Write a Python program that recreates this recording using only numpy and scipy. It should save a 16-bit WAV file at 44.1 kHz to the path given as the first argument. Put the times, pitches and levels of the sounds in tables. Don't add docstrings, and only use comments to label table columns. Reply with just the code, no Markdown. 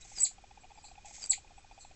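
import sys
import numpy as np
from scipy import signal
from scipy.fft import rfft, irfft
from scipy.io import wavfile
from scipy.ndimage import uniform_filter1d

SR = 44100
rng = np.random.default_rng(int(sys.argv[2]) if len(sys.argv) > 2 else 0)


def volts_from_db(level):
    exponent = np.asarray(level, float) / 20
    return 10 ** exponent


def unload_audio(sound):
    columns = np.transpose(np.atleast_2d(sound))
    steps = np.round(np.clip(columns, -1, 1) * 32767)
    wavfile.write(sys.argv[1], SR, steps.astype(np.int16))


N = 85995

# t/s, f/Hz, level/dB
RASP_LATE = [(1.205, 5530, -62), (1.22, 5050, -49), (1.23, 4763, -40), (1.242, 4694, -41),
             (1.252, 4694, -46), (1.266, 4690, -63.5)]
# f/Hz, level/dB
ROOM_COLOUR = [(1500, -19.5), (2200, -5), (3000, 10), (4400, -2), (5600, 12), (7300, 2.5), (8300, -12.5)]
CLOSURE_LATE_S = 1.237
WHINE_HZ = 2461


def rms_one(x):
    return x / np.sqrt(np.mean(x ** 2) + 1e-20)


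def in_time(rows, shift=0):
    s, *columns = np.transpose(rows)
    t = np.arange(N) / SR - shift
    gate = uniform_filter1d(1. * (t > s[0]) * (t < s[-1]), size=40)
    return [np.interp(t, s, column) for column in columns], gate


def coloured(spectrum, count):
    hz, db = np.transpose(spectrum)
    f = np.maximum(np.fft.rfftfreq(count, 1 / SR), 1)
    level = np.interp(np.log(f), np.log(hz), db) - 60 * (f > 8000)
    return rms_one(irfft(rfft(rng.standard_normal(count)) * volts_from_db(level), count))


def drift(rate):
    r = np.exp(-2 * np.pi * rate / SR)
    noise = rng.standard_normal(N + SR)
    return rms_one(signal.lfilter([1], [1, -2 * r, r * r], noise)[SR:])


def tone(hz):
    return np.sqrt(2) * np.sin(2 * np.pi * np.cumsum(hz) / SR)


def window(start, length, edge):
    t = np.arange(N) / SR - start
    return np.clip(np.minimum(t, length - t) / edge, 0, 1)


def bell(centre, spread):
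    u = (np.arange(N) / SR - centre) / spread
    return np.exp(-u ** 2 / 2) * (np.abs(u) < 3)


def buzz(rows, third_db):
    wobble = 1 + .03 * drift(150)
    upper = 1 + .05 * drift(200)
    out = 0
    for s, length, db, hz in rows:
        t = np.arange(N) / SR - s
        sag_db = 150 * np.abs(t)
        release_db = 2800 * np.maximum(t - length, 0)
        shape = np.clip(t / .002, 0, 1) * volts_from_db(db - sag_db - release_db)
        partials = tone(hz * wobble) + volts_from_db(-9.5) * tone(0.9 * hz * upper)
        partials = partials + volts_from_db(third_db) * tone(WHINE_HZ * upper) + volts_from_db(-17.5) * tone(3400 * wobble)
        out = out + shape * partials
    return out * volts_from_db(0.97 * drift(120))


def electronics():
    # t/s, length/s, level/dB, f/Hz
    buzzes = [(.049, 0.0096, -57, 762), (.116, 0.0079, -54.5, 808), (.178, 0.0086, -56, 778),
              (.249, 0.011, -56.5, 784), (.311, 0.0038, -54, 764), (.381, 0.0058, -52, 818),
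              (.439, 0.0058, -52, 781), (.508, 0.0062, -51, 805), (.573, 0.0064, -52, 836),
              (.641, 0.004, -53, 769), (.649, 0.0048, -56, 792), (.703, 0.0066, -53, 843),
              (.713, 0.0068, -51.5, 830), (.775, 0.0088, -52.5, 824.5), (.785, 0.0033, -55, 803),
              (.84, 0.012, -52.5, 816), (.913, 0.0059, -52.5, 785), (.977, 0.014, -52, 815),
              (1.046, 0.026, -52, 827), (1.073, .024, -60, 680), (1.109, 0.0062, -52.5, 816.7),
              (1.18, 0.0054, -55.5, 845), (1.313, 0.013, -52.5, 814), (1.377, 0.011, -53.5, 792.6),
              (1.445, 0.0051, -55.5, 814), (1.506, .004, -55.5, 780), (1.513, 0.0084, -59.5, 767),
              (1.578, 0.0087, -53.5, 817), (1.644, 0.0053, -55, 793), (1.711, 0.0042, -52.5, 832),
              (1.717, 0.0093, -56, 760), (1.777, 0.0036, -52.5, 785), (1.785, 0.0037, -52.5, 790),
              (1.848, 0.0039, -49.5, 798), (1.91, 0.0099, -56.5, 760), (.831, .004, -67.5, 794),
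              (1.21, .004, -60.5, 787), (1.333, .004, -57.5, 790), (1.594, 0.0035, -65.5, 790),
              (1.143, .003, -66, 780)]
    # t/s, length/s, level/dB, f/Hz
    ticks = [(.755, 0.0042, -60.5, 771), (.882, 0.0063, -61.5, 803), (.953, 0.0039, -56.5, 799),
             (1.239, 0.0037, -62, 807), (1.273, 0.0035, -61, 757), (.634, 0.0033, -58.5, 784),
             (1.475, .004, -61, 779)]
    # f/Hz, relative level/dB
    hiss = [(15, 7), (60, 0.5), (200, -14), (546, -18.5), (800, -20), (1310, -21), (3000, -22),
            (8300, -22.5)]
    frame_s, frame_start_s, gap_s = 1 / 15, -.004, .016
    resting = (np.arange(N) / SR - frame_start_s + gap_s / 2) % frame_s < gap_s
    whine = volts_from_db(-73.5 + 2.5 * drift(25)) * tone(WHINE_HZ * (1 + 0.00059 * drift(56)))
    whine = whine * uniform_filter1d(1. - resting, size=130)
    return buzz(buzzes, -10) + buzz(ticks, 0.5) + whine + volts_from_db(-58.5) * coloured(hiss, N)


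def tail(x, t60, colour):
    t = np.arange(SR // 2) / SR
    onset = np.clip((t - .012) / .01 + 1, 0, 1)
    response = coloured(colour, len(t)) * volts_from_db(-60 * t / t60) * onset
    return signal.fftconvolve(x, response / np.sqrt(np.sum(response ** 2)))[:N]


def far_animal():
    # chirp t/s, chirp level/dB, rasp lead/s, rasp level/dB
    far_calls = [
        (.828, -32, 0.065, -22.5),
        (1.792, -33.5, 0.082, -23.5),
    ]
    # t/s, f/Hz, level/dB
    far_chirp = [(0, 7670, -25.5), (.005, 7945, -22), (.012, 7420, -18), (.0145, 4460, -11.5),
                 (.024, 3950, -11), (.03, 3700, -22)]
    # f/Hz, level/dB
    far_colour = [(1500, -16), (3300, 2.5), (4200, -6.5), (5200, 2.5), (7300, 5.5), (8300, -9)]
    # t/s, length/s, f/Hz, level/dB
    peep_rows = [(0.74, 0.047, 7470, -69), (0.85, 0.04, 4770, -68), (0.0215, 0.0062, 3880, -52.5),
                 (0.012, 0.0053, 2800, -72), (0.602, 0.031, 8400, -66), (1.565, 0.037, 7770, -67.5),
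                 (1.8, 0.0178, 6300, -70.5)]
    calls = 0
    for s, db, lead, rasp_db in far_calls:
        rasp_shift = s - lead - RASP_LATE[1][0]
        calls = calls + volts_from_db(db) * chirp(far_chirp, s)
        calls = calls + volts_from_db(rasp_db) * rasp(RASP_LATE, rasp_shift, -16, CLOSURE_LATE_S)
    peeps = 0
    for s, length, hz, db in peep_rows:
        peeps = peeps + volts_from_db(db) * window(s, length, 1 / 300) * tone(hz * (1 + .012 * drift(250)))
    calls_heard = volts_from_db(-8) * calls + volts_from_db(-2) * tail(calls, 0.27, far_colour)
    return calls_heard + peeps + volts_from_db(0.5) * tail(peeps, 0.03, ROOM_COLOUR)


def cage(x):
    # delay t/s, level/dB
    echoes = [(.004, -6), (.0078, -12.5), (0.017, -14)]
    n = np.arange(N)
    return sum(volts_from_db(db) * np.interp(n - s * SR // 1, n, x) for s, db in echoes)


def throat_hiss(rows):
    # f/Hz, relative level/dB
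    throat = [(1000, -50.5), (2150, -7.5), (2750, -18.5), (4000, -14.5), (6000, -8), (6650, 0),
              (6950, -7.5), (7400, -1), (8000, -4.5)]
    (db,), gate = in_time(rows)
    return gate * volts_from_db(db + 2.0 * drift(40)) * coloured(throat, N)


def snaps():
    # t/s, puff level/dB, ring f/Hz, ring level/dB
    pulses = [(.174, -46, 7300, -51), (0.1795, -42.5, 7700, -51.5), (.187, -53, 7600, -43),
              (.194, -51, 7900, -40), (.199, -45, 7950, -38), (0.2046, -44, 6780, -32.5),
              (0.2083, -43.5, 6100, -41.5), (1.222, -47.5, 7200, -56), (1.228, -52, 7500, -45),
              (1.2296, -51, 7400, -60), (1.241, -40.5, 7350, -39), (1.2482, -49, 7600, -45),
              (1.254, -44, 7500, -49), (1.262, -45.5, 7950, -38.5), (1.271, -59.5, 7800, -49),
              (1.2965, -55.5, 6500, -57)]
    air = coloured([(300, 1.0), (3000, -5.5), (6500, -3)], N)
    wobble = 1 + 0.014 * drift(300)
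    out = 0
    for s, db, hz, ring_db in pulses:
        puff = volts_from_db(db - 5.5) * bell(s, .0012) * air
        ring = volts_from_db(ring_db) * bell(s, 0.0016) * tone(hz * wobble)
        out = out + puff + ring
    return out


def rasp(rows, shift, overtone_db, closure):
    (hz, db), gate = in_time(rows, shift)
    t = np.arange(N) / SR - shift - closure
    flutter = 1 - .8 * np.cos(np.pi * 98 * t) ** 2
    whistle = tone(hz * (1 + .014 * drift(300)))
    overtone = volts_from_db(overtone_db) * tone(7600 + 250 * drift(66))
    air = volts_from_db(-7) * coloured([(300, -19.5), (2000, -19), (5500, -12), (7500, -5.0)], N)
    return gate * volts_from_db(db) * flutter * (whistle + overtone + air)


def chirp(rows, shift=0):
    # f/Hz, level/dB
    port = [(1850, -20), (2170, -4), (2500, -16), (3100, -26), (4300, -6), (5600, -27), (6900, -4),
            (7400, 0)]
    (hz, db), gate = in_time(rows, shift)
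    return gate * volts_from_db(db + np.interp(hz, *np.transpose(port))) * tone(hz)


def scene():
    # t/s, f/Hz, level/dB
    chirp_early = [(.2035, 7450, -30), (.208, 7770, -31), (.222, 7820, -28), (.229, 7900, -38),
                   (.2328, 7945, -19), (.2385, 7720, -21), (.245, 6750, -27), (.2492, 4700, -25),
                   (.2685, 1950, -43)]
    chirp_late = [(1.292, 7400, -54), (1.2965, 7600, -30), (1.2995, 7830, -34), (1.303, 7950, -19),
                  (1.308, 7550, -21), (1.3115, 6800, -26), (1.3145, 4750, -24), (1.322, 3750, -27),
                  (1.338, 1750, -31)]
    # t/s, f/Hz, level/dB
    rasp_early = [(.152, 5390, -60.5), (.16, 5220, -47.5), (.177, 4930, -44.5), (.185, 4820, -35),
                  (.196, 4680, -41.5), (.212, 4630, -51.5)]
    # t/s, level/dB
    effort_early = [(0, -78), (.012, -55.5), (.09, -58.5), (.15, -52), (.2, -52), (.225, -48), (.25, -62.5)]
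    effort_late = [(1.045, -78.5), (1.058, -52.5), (1.12, -55), (1.2, -52.5), (1.24, -53.5), (1.262, -51.5),
                   (1.274, -56.5), (1.292, -62.5)]
    whistles = chirp(chirp_early) + chirp(chirp_late)
    rasps = rasp(rasp_early, 0, -16.5, .1915) + rasp(RASP_LATE, 0, -16.5, CLOSURE_LATE_S)
    room = volts_from_db(-5) * tail(whistles + volts_from_db(-12) * rasps, 0.15, ROOM_COLOUR)
    air = throat_hiss(effort_early) + throat_hiss(effort_late) + snaps()
    mono = whistles + rasps + cage(whistles) + room + air + far_animal() + electronics()
    return np.array([mono, mono])


def channel_difference(x):
    # t/s, spread/s, level under the sound/dB, lowest f/Hz
    moments = [
        (.175, .013, -24, 60),
        (.325, .02, -26, 60),
        (1.208, .012, -20, 60),
        (1.33, .015, -27, 60),
        (1.61, .009, -19, 4200),
    ]
    x = x + 3 * signal.sosfilt(signal.butter(2, 2000, fs=SR, output="sos"), x)
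    blurred = signal.fftconvolve(x, rng.standard_normal(400) / 20)[200:N + 200]
    out = 0
    for s, spread, db, hz in moments:
        highpass = signal.butter(4, hz, "high", fs=SR, output="sos")
        out = out + volts_from_db(db) * bell(s, spread) * signal.sosfilt(highpass, blurred)
    return out


def top_cut(x):
    return signal.sosfilt(signal.butter(12, 9490, fs=SR, output="sos"), x)


def record(dry):
    mirror = dry * 2 * np.cos(2 * np.pi * 16000 * np.arange(N) / SR)
    above = np.clip((np.fft.rfftfreq(N, 1 / SR) - 7850) / 480, 0, 1)
    x = irfft(rfft(dry + mirror) * np.cos(np.pi / 2 * above) ** 2, N)
    x = x + channel_difference(x[0]) * [[1], [-1]]
    return top_cut(x)


dry = scene()
out = record(dry)
unload_audio(out)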